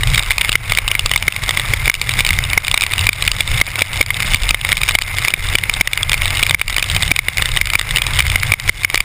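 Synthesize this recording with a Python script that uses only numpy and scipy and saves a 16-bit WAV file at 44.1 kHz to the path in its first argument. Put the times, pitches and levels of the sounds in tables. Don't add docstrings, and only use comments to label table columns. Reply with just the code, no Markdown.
import sys
import numpy as np
from scipy import signal
from scipy.io import wavfile
from scipy.ndimage import uniform_filter1d

SR = 44100
rng = np.random.default_rng(int(sys.argv[2]) if len(sys.argv) > 2 else 0)


def store_pcm(level_fs):
    pcm = np.round(np.clip(level_fs, -1, 1) * 32767).astype(np.int16)
    wavfile.write(sys.argv[1], SR, np.atleast_2d(pcm).T)


def convert_level_to_amplitude(level_db):
    exponent = np.asarray(level_db, float) / 20
    return 10 ** exponent


N = 398656

HEADROOM_DB, RECOVER_S = 8.5, 0.11


def evened(x):
    return x / np.sqrt(np.mean(x ** 2) + 1e-20)


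def add(mix, at, sound):
    part = mix[at:][:len(sound)]
    part += sound[:len(part)]


def complex_noise():
    return rng.standard_normal(N) + 1j * rng.standard_normal(N)


def strike(ring_hz, bright_db, chance, rise_s=0.00061, spread_db=3.5, damping=1.187):
    # pitch in Hz, level in dB, time to fade by 60 dB in seconds.
    shell_modes = [(1224, -19.5, 0.02), (2922, -6, 0.014), (3353, -8.5, 0.014), (3664, -5.5, 0.014),
                   (4612, -6, 0.0069), (5065, -8, 0.0074)]
    ring_t60, crack_t60, crack_db = 0.0096, 0.0045, -1.5
    t = np.arange(1024) / SR
    out = convert_level_to_amplitude(-60 * t / ring_t60) * np.sin(2 * np.pi * ring_hz * t)
    for (hz, db, t60), (u, v) in zip(shell_modes, chance.reshape(-1, 2)):
        level = convert_level_to_amplitude(bright_db + db + spread_db * u - 60 * damping * t / t60)
        out = out + level * np.sin(2 * np.pi * hz * (1 + 0.025 * v) * t)
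    splash = evened(uniform_filter1d(chance, size=3) - uniform_filter1d(chance, size=48))
    out = out + convert_level_to_amplitude(crack_db + bright_db / 2 - 60 * t / crack_t60) * splash
    out = out * (1 - np.exp(-t / rise_s))
    return out / abs(out).max()


def drops():
    # start in seconds, force in dB.
    rim = [(0.4112, 7.5), (0.4927, 10.5), (0.518, 8.0), (0.75, 4), (0.8785, 8.5), (0.8847, 1), (0.9934, 10),
           (1.06, 11), (1.1764, 7.5), (1.4364, -0.5), (2.1094, -1), (2.2898, 4.5), (2.4388, 0.5),
           (2.7136, 8), (2.8298, 6), (2.992, 5), (3.3158, 9.5), (3.5784, -3.5), (3.7916, 5.0),
           (4.3354, 3.0), (4.4339, -1), (4.4905, 4.0), (5.3041, 4.5), (5.7383, 2), (6.0305, 8.5),
           (6.433, 3), (7.5168, -0.5), (7.9602, 6), (8.135, -3.5), (8.2806, -2)]
    face = [(0.179, 7), (0.3067, 10.5), (0.5543, 17), (1.1366, 7), (1.508, 5), (1.5725, 8.0), (2.1901, 6.5),
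            (2.306, 9), (2.388, 7.5), (2.5765, 15.5), (3.251, 1), (3.6137, 15.5), (4.1046, 12), (4.2234, 1),
            (4.229, 2), (4.545, 13), (4.6486, 6.5), (4.69, 2.5), (5.1845, 4.5), (5.2484, 5), (5.6364, 8.5),
            (5.975, 7), (6.509, 10), (6.9482, 0), (7.284, 13.5), (7.382, 7), (8.173, -2), (8.266, 5.5),
            (8.3575, 10), (8.6929, 23)]
    face_glancing = [(0.0335, 9.5), (0.1572, 2), (1.1141, 9), (1.4916, 7.5), (1.5967, 7.0), (2.8646, 6),
                     (2.9803, 6), (3.4762, 1.5), (4.7184, 7.5), (4.909, 2), (5.0144, 7), (5.5848, 7.5),
                     (5.874, 14.5), (6.117, 6), (6.418, -16), (6.6978, 7), (6.782, 8.5), (6.9138, -0.5),
                     (7.0313, 5.5), (7.078, -2.5), (7.422, 9.5), (7.4565, 9.5), (7.5715, 10), (7.794, 12.5),
                     (7.8124, 9.0), (7.9083, 5), (7.97, 8.5), (8.189, 4), (8.5985, 9.5), (8.944, 13)]
    lid = [(0.4151, 7), (0.447, 4.5), (0.7205, 10), (0.7731, 10.5), (0.9516, 9.5), (1.1603, 13.5),
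           (1.2804, 15.0), (1.363, 6.0), (1.7359, 9.0), (1.8781, 10), (1.8978, 18.5), (2.1966, 2),
           (2.3307, 3.5), (2.5323, 5), (3.5744, -3.5), (3.7562, 1), (4.011, 17), (4.727, 11), (4.951, 16.5),
           (4.987, 14.0), (5.275, -2.5), (5.8103, 18), (6.2187, 6), (6.5454, 21.0), (7.19, 18),
           (7.613, 12.5), (8.317, 1.5), (8.4322, 7), (8.5375, 19.5), (8.8471, 15.5)]
    lid_glancing = [(0.1457, 6.0), (0.1936, 9), (0.7857, 12.5), (0.9145, 9.5), (1.225, 6.5), (1.9409, 13),
                    (2.0147, 9.5), (2.0921, 8), (2.2487, 6.0), (2.7419, 11.5), (2.7758, 11.0), (3.1302, 8),
                    (3.2395, -6), (3.6005, -3), (3.8076, -2), (3.8196, 13.5), (4.2028, 4), (4.3449, 10.5),
                    (4.8877, 7.5), (6.2558, 3), (6.305, -1.5), (6.6802, 9), (7.6712, 3.5), (7.7347, 5.5),
                    (7.7898, 3.5), (7.9838, 9.5), (8.1927, 7), (8.6772, 4.5), (8.9561, 13), (9.004, 17)]
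    window = [(0.3144, 10), (1.0942, 2.0), (1.8568, 1.0), (2.2058, 9), (2.681, 8), (2.8363, 11.5),
              (3.068, 7.5), (3.0904, 16), (3.4062, 11), (4.7695, 8), (4.8337, 8), (5.282, 10),
              (5.3382, 12.5), (5.553, 13.5), (5.6959, 9), (5.9326, 11.0), (6.1313, 7), (6.1418, 7.5),
              (6.4281, 7.5), (6.4652, 4.5), (6.614, 18.5), (6.7646, 8), (7.115, 14), (7.3713, 5),
              (7.7531, 14), (8.204, 10.5), (8.5192, 14.0), (8.688, 3), (8.8338, 4.5), (8.976, 14)]
    window_glancing = [(0.0724, 5), (0.142, -2), (0.1761, 0.0), (0.3815, 7), (0.5277, 5), (2.2648, 6.5),
                       (2.6472, 5.5), (2.8091, 8.5), (2.8201, 9.5), (2.935, 8), (3.2233, 6.5), (3.277, 9.5),
                       (4.5074, 11), (4.815, 4), (4.892, 6), (5.02, 9), (5.487, -1.5), (6.0947, 6),
                       (6.3707, -2), (6.495, 5), (6.7953, 1), (6.8259, 8.5), (6.964, 6), (7.0238, 4),
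                       (7.1626, 12.5), (7.5635, 2.5), (7.701, 5.5), (8.0186, 7.5), (8.0664, 4.0),
                       (8.2996, 2.5)]
    flank = [(.1002, -10), (.1361, -4), (.2252, -1), (.2333, 0.5), (.3198, 4), (.7349, 1), (.9426, -6),
             (1.9153, 4), (2.1375, -1), (2.274, -2), (2.4505, -6), (2.4994, -7), (2.9199, 2), (3.009, -6),
             (3.3646, -2), (3.666, 3.5), (4.0274, 12), (4.062, 7), (4.1677, -0.5), (4.316, -11),
             (4.7778, 1.5), (4.8788, -2), (4.9462, -5), (5.1684, -4), (6.595, 7), (6.703, 3.5), (6.7266, 1),
             (7.656, 5), (8.223, 3), (8.8998, 6)]
    corners = [(0.1007, -5), (0.6973, 0.5), (1.3232, 5), (1.9513, 6), (2.1165, -2), (2.3377, 0),
               (2.4998, -4.5), (2.6683, 0.5), (3.0108, -1), (3.0436, -7), (3.516, -6), (3.5436, -5),
               (3.9314, -2.5), (3.974, -4.5), (4.143, 2), (4.3586, 3), (4.6127, 0.5), (4.8807, -2),
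               (6.1771, -4), (6.2325, -5), (6.2463, -3), (6.279, -1.5), (6.3502, -6.5), (6.3812, -8),
               (6.394, -2), (6.7433, -1), (6.8414, 0.5), (6.8994, 0), (7.4892, 1.5), (8.3993, 0)]
    # pitch of the shell's ring in Hz, brightness in dB.
    spots = [
        (2730, 10.5),
        (2133, -4),
        (1996, 4),
        (2209, -5.5),
        (2306, 0),
        (2340, -3.5),
        (2440, 2),
        (2210, 0.5),
        (2780, 4.5),
    ]
    dulling = 0.33
    tables = [rim, face, face_glancing, lid, lid_glancing, window, window_glancing, flank, corners]
    found = []
    for rows, (ring_hz, bright_db) in zip(tables, spots):
        for s, force_db in rows:
            found.append((s, force_db, ring_hz, bright_db - dulling * force_db))
    return sorted(found)


def large_drops():
    stiff_db, stiff_share = 15.5, 0.44
    rows = drops()
    out, chances = np.zeros(N), rng.standard_normal((len(rows), 1024))
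    for (s, force_db, ring_hz, bright_db), chance in zip(rows, chances):
        level_db = force_db - stiff_share * max(force_db - stiff_db, 0)
        add(out, round(s * SR), convert_level_to_amplitude(level_db) * strike(ring_hz, bright_db, chance))
    return out


def thuds():
    # start in seconds, peak level in dB.
    shoves = [(0.552, -15), (1.056, -13), (1.874, -8), (2.575, -5), (3.402, -16), (3.817, -4), (4.007, -4),
              (5.279, -13), (5.549, -6.5), (5.807, -15), (6.961, -12), (7.11, -10), (8.354, -16),
              (8.516, -27), (8.688, -21), (8.941, -19)]
    thud_hz, thud_t60, gain_db = 412, 0.01, -1.5
    t, out = np.arange(1024) / SR, np.zeros(N)
    pitch_factors = rng.uniform(0.6, 1.85, len(shoves))
    for (s, peak_db), factor in zip(shoves, pitch_factors):
        level = convert_level_to_amplitude(peak_db + gain_db - 60 * t / thud_t60)
        add(out, round(s * SR), level * np.sin(2 * np.pi * thud_hz * factor * t))
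    return out


def patter(count=24):
    patter_db, per_second = -22.5, 450
    lands = rng.random(N) < per_second / SR
    size = convert_level_to_amplitude(8.1 * np.minimum(rng.exponential(1, N), 2.3)) * lands
    spot, chances = rng.integers(0, count, N), rng.standard_normal((count, 1024))
    out = np.zeros(N)
    for k, chance in enumerate(chances):
        ring_hz, bright_db = 2140 + 45 * chance[-1], 0.65 + 5 * chance[-2]
        tap = strike(ring_hz, bright_db, chance, rise_s=0.0003, damping=1.4)
        out += signal.oaconvolve(size * (spot == k), tap)[:N]
    return convert_level_to_amplitude(patter_db) * evened(out)


def read(points, hz):
    f, value = np.transpose(points)
    return np.interp(np.log(hz + 1), np.log(f + 1), value)


def noise(shape, patchy_db, flicker_db, size):
    frames, hz = 4 * N // size + 5, np.fft.rfftfreq(size, 1 / SR)
    a, b, patches = rng.standard_normal((frames, len(hz), 3)).T
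    patches = uniform_filter1d(patches, size=6, axis=0)
    patches = evened(uniform_filter1d(patches, size=8, axis=1))
    flicker = evened(uniform_filter1d(rng.standard_normal(frames), size=3))
    shape_db = read(shape, hz) - 25 * (hz < 14)
    z = (a + 1j * b) * convert_level_to_amplitude(shape_db[:, None] + patchy_db * patches + flicker_db * flicker)
    return evened(signal.istft(z, nperseg=size, noverlap=3 * size // 4)[1][:N])


def spray():
    # frequency in Hz, level in dB per Hz.
    hiss_shape = [(400, -11.5), (760, -7), (950, -6.5), (1160, -4), (1330, -4.5), (1960, -3.5), (2120, 5),
                  (2330, 3.5), (3150, -11), (3720, -27), (4190, -35), (5200, -10), (5900, -63)]
    return convert_level_to_amplitude(-23) * noise(hiss_shape, patchy_db=0.76, flicker_db=3.5, size=512)


def cavity():
    cavity_hz, width_hz, cavity_db = 2112, 71, -28
    r = np.exp(-np.pi * width_hz / SR)
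    slow = signal.lfilter([1], [1, -r], complex_noise())
    tone = np.exp(2j * np.pi * cavity_hz * np.arange(N) / SR)
    return convert_level_to_amplitude(cavity_db) * evened((slow * tone).real)


def gusts(share=0.53):
    # time in seconds, buffet level in dB.
    gust_points = [(0.0, -3), (0.26, -27), (1.03, -15), (1.4, -24), (2.3, -20.5), (2.6, -23.5), (2.84, -26),
                   (3.15, -16), (3.9, -27.5), (4.4, -19), (4.7, -27.5), (5.4, -25.5), (5.7, -22.5),
                   (6.7, -20.5), (7.7, -22), (8.0, -22.5), (8.5, -18.5), (9.04, -26)]
    s, db = np.transpose(gust_points)
    return convert_level_to_amplitude(share * np.interp(np.arange(N) / SR, s, db - db.mean()))


def wind():
    # frequency in Hz, level in dB per Hz.
    rumble_shape = [(20, 0.5), (36, 2.5), (62, -7), (110, -6.5), (165, -15.5), (260, -34.5)]
    return convert_level_to_amplitude(-18) * noise(rumble_shape, patchy_db=3.0, flicker_db=3.0, size=4096)


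def engine():
    # multiple of the half crank speed, level in dB, blur of the tone in Hz.
    shake_orders = [(2, -25.5, 9.5), (5, -23.5, 15), (6, -33.5, 12.4), (7, -30.5, 6.6), (9, -42.5, 15)]
    cycle_hz = 18.4
    t, out = np.arange(N) / SR, np.zeros(N)
    for multiple, db, blur_hz in shake_orders:
        r = np.exp(-np.pi * blur_hz / SR)
        wander = signal.lfilter([1], np.poly([r, r]), complex_noise())
        wander = wander / np.sqrt(np.mean(abs(wander) ** 2))
        tone = np.exp(2j * np.pi * multiple * cycle_hz * t)
        out += convert_level_to_amplitude(db) * evened((wander * tone).real)
    return out


def scene():
    rain = large_drops() + patter() + spray() + thuds() + cavity()
    through_mount = gusts() * (wind() + engine())
    return (rain + through_mount)[None]


def dips():
    knee_db, slope = 2.5, 1.3
    after, last_s, dip_db = [], 0, HEADROOM_DB
    for s, force_db, _, _ in drops():
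        relaxed_db = dip_db * np.exp(-(s - last_s) / RECOVER_S)
        dip_db = max(relaxed_db, slope * (force_db - knee_db))
        after.append(dip_db)
        last_s = s
    return np.array(after)


def ducked(x):
    lag_s, attack_s = 0.0066, 0.0008
    t, starts = np.arange(N) / SR, np.array([0] + [row[0] + lag_s for row in drops()])
    last = np.searchsorted(starts, t, "right") - 1
    dip_db = np.r_[HEADROOM_DB, dips()][last] * np.exp(-(t - starts[last]) / RECOVER_S)
    r = np.exp(-1 / (attack_s * SR))
    dip_db = signal.lfilter([1 - r], [1, -r], dip_db - HEADROOM_DB) + HEADROOM_DB
    return x / convert_level_to_amplitude(dip_db)


def gate(x):
    z = signal.stft(x, nperseg=1024)[2]
    faint = uniform_filter1d(abs(z) ** 2, size=9, axis=1) < convert_level_to_amplitude(2 * -80)
    return signal.istft(z * np.where(faint, .1, 1), nperseg=1024)[1][:, :N]


def roll_off(x):
    return signal.sosfilt(signal.butter(12, 16000, fs=SR, output="sos"), x)


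def record(dry):
    guarded = signal.oaconvolve(dry, signal.firwin(61, 6100, fs=SR)[None], "same")
    inner = signal.resample_poly(ducked(guarded), 40, 147, axis=1)
    inner = np.clip(inner, -1, 1)
    held = signal.resample_poly(np.repeat(inner, 4, axis=1), 147, 160, axis=1)[:, :N]
    held = np.pad(held, ((0, 0), (0, N - held.shape[1])))
    band_limit = signal.firwin(75, 15120, window=("kaiser", 3), fs=SR)[None]
    dull = signal.oaconvolve(np.clip(held, -.97, .97), band_limit, "same")
    finished = gate(dull)
    return roll_off(finished)


dry = scene()
out = record(dry)
store_pcm(out)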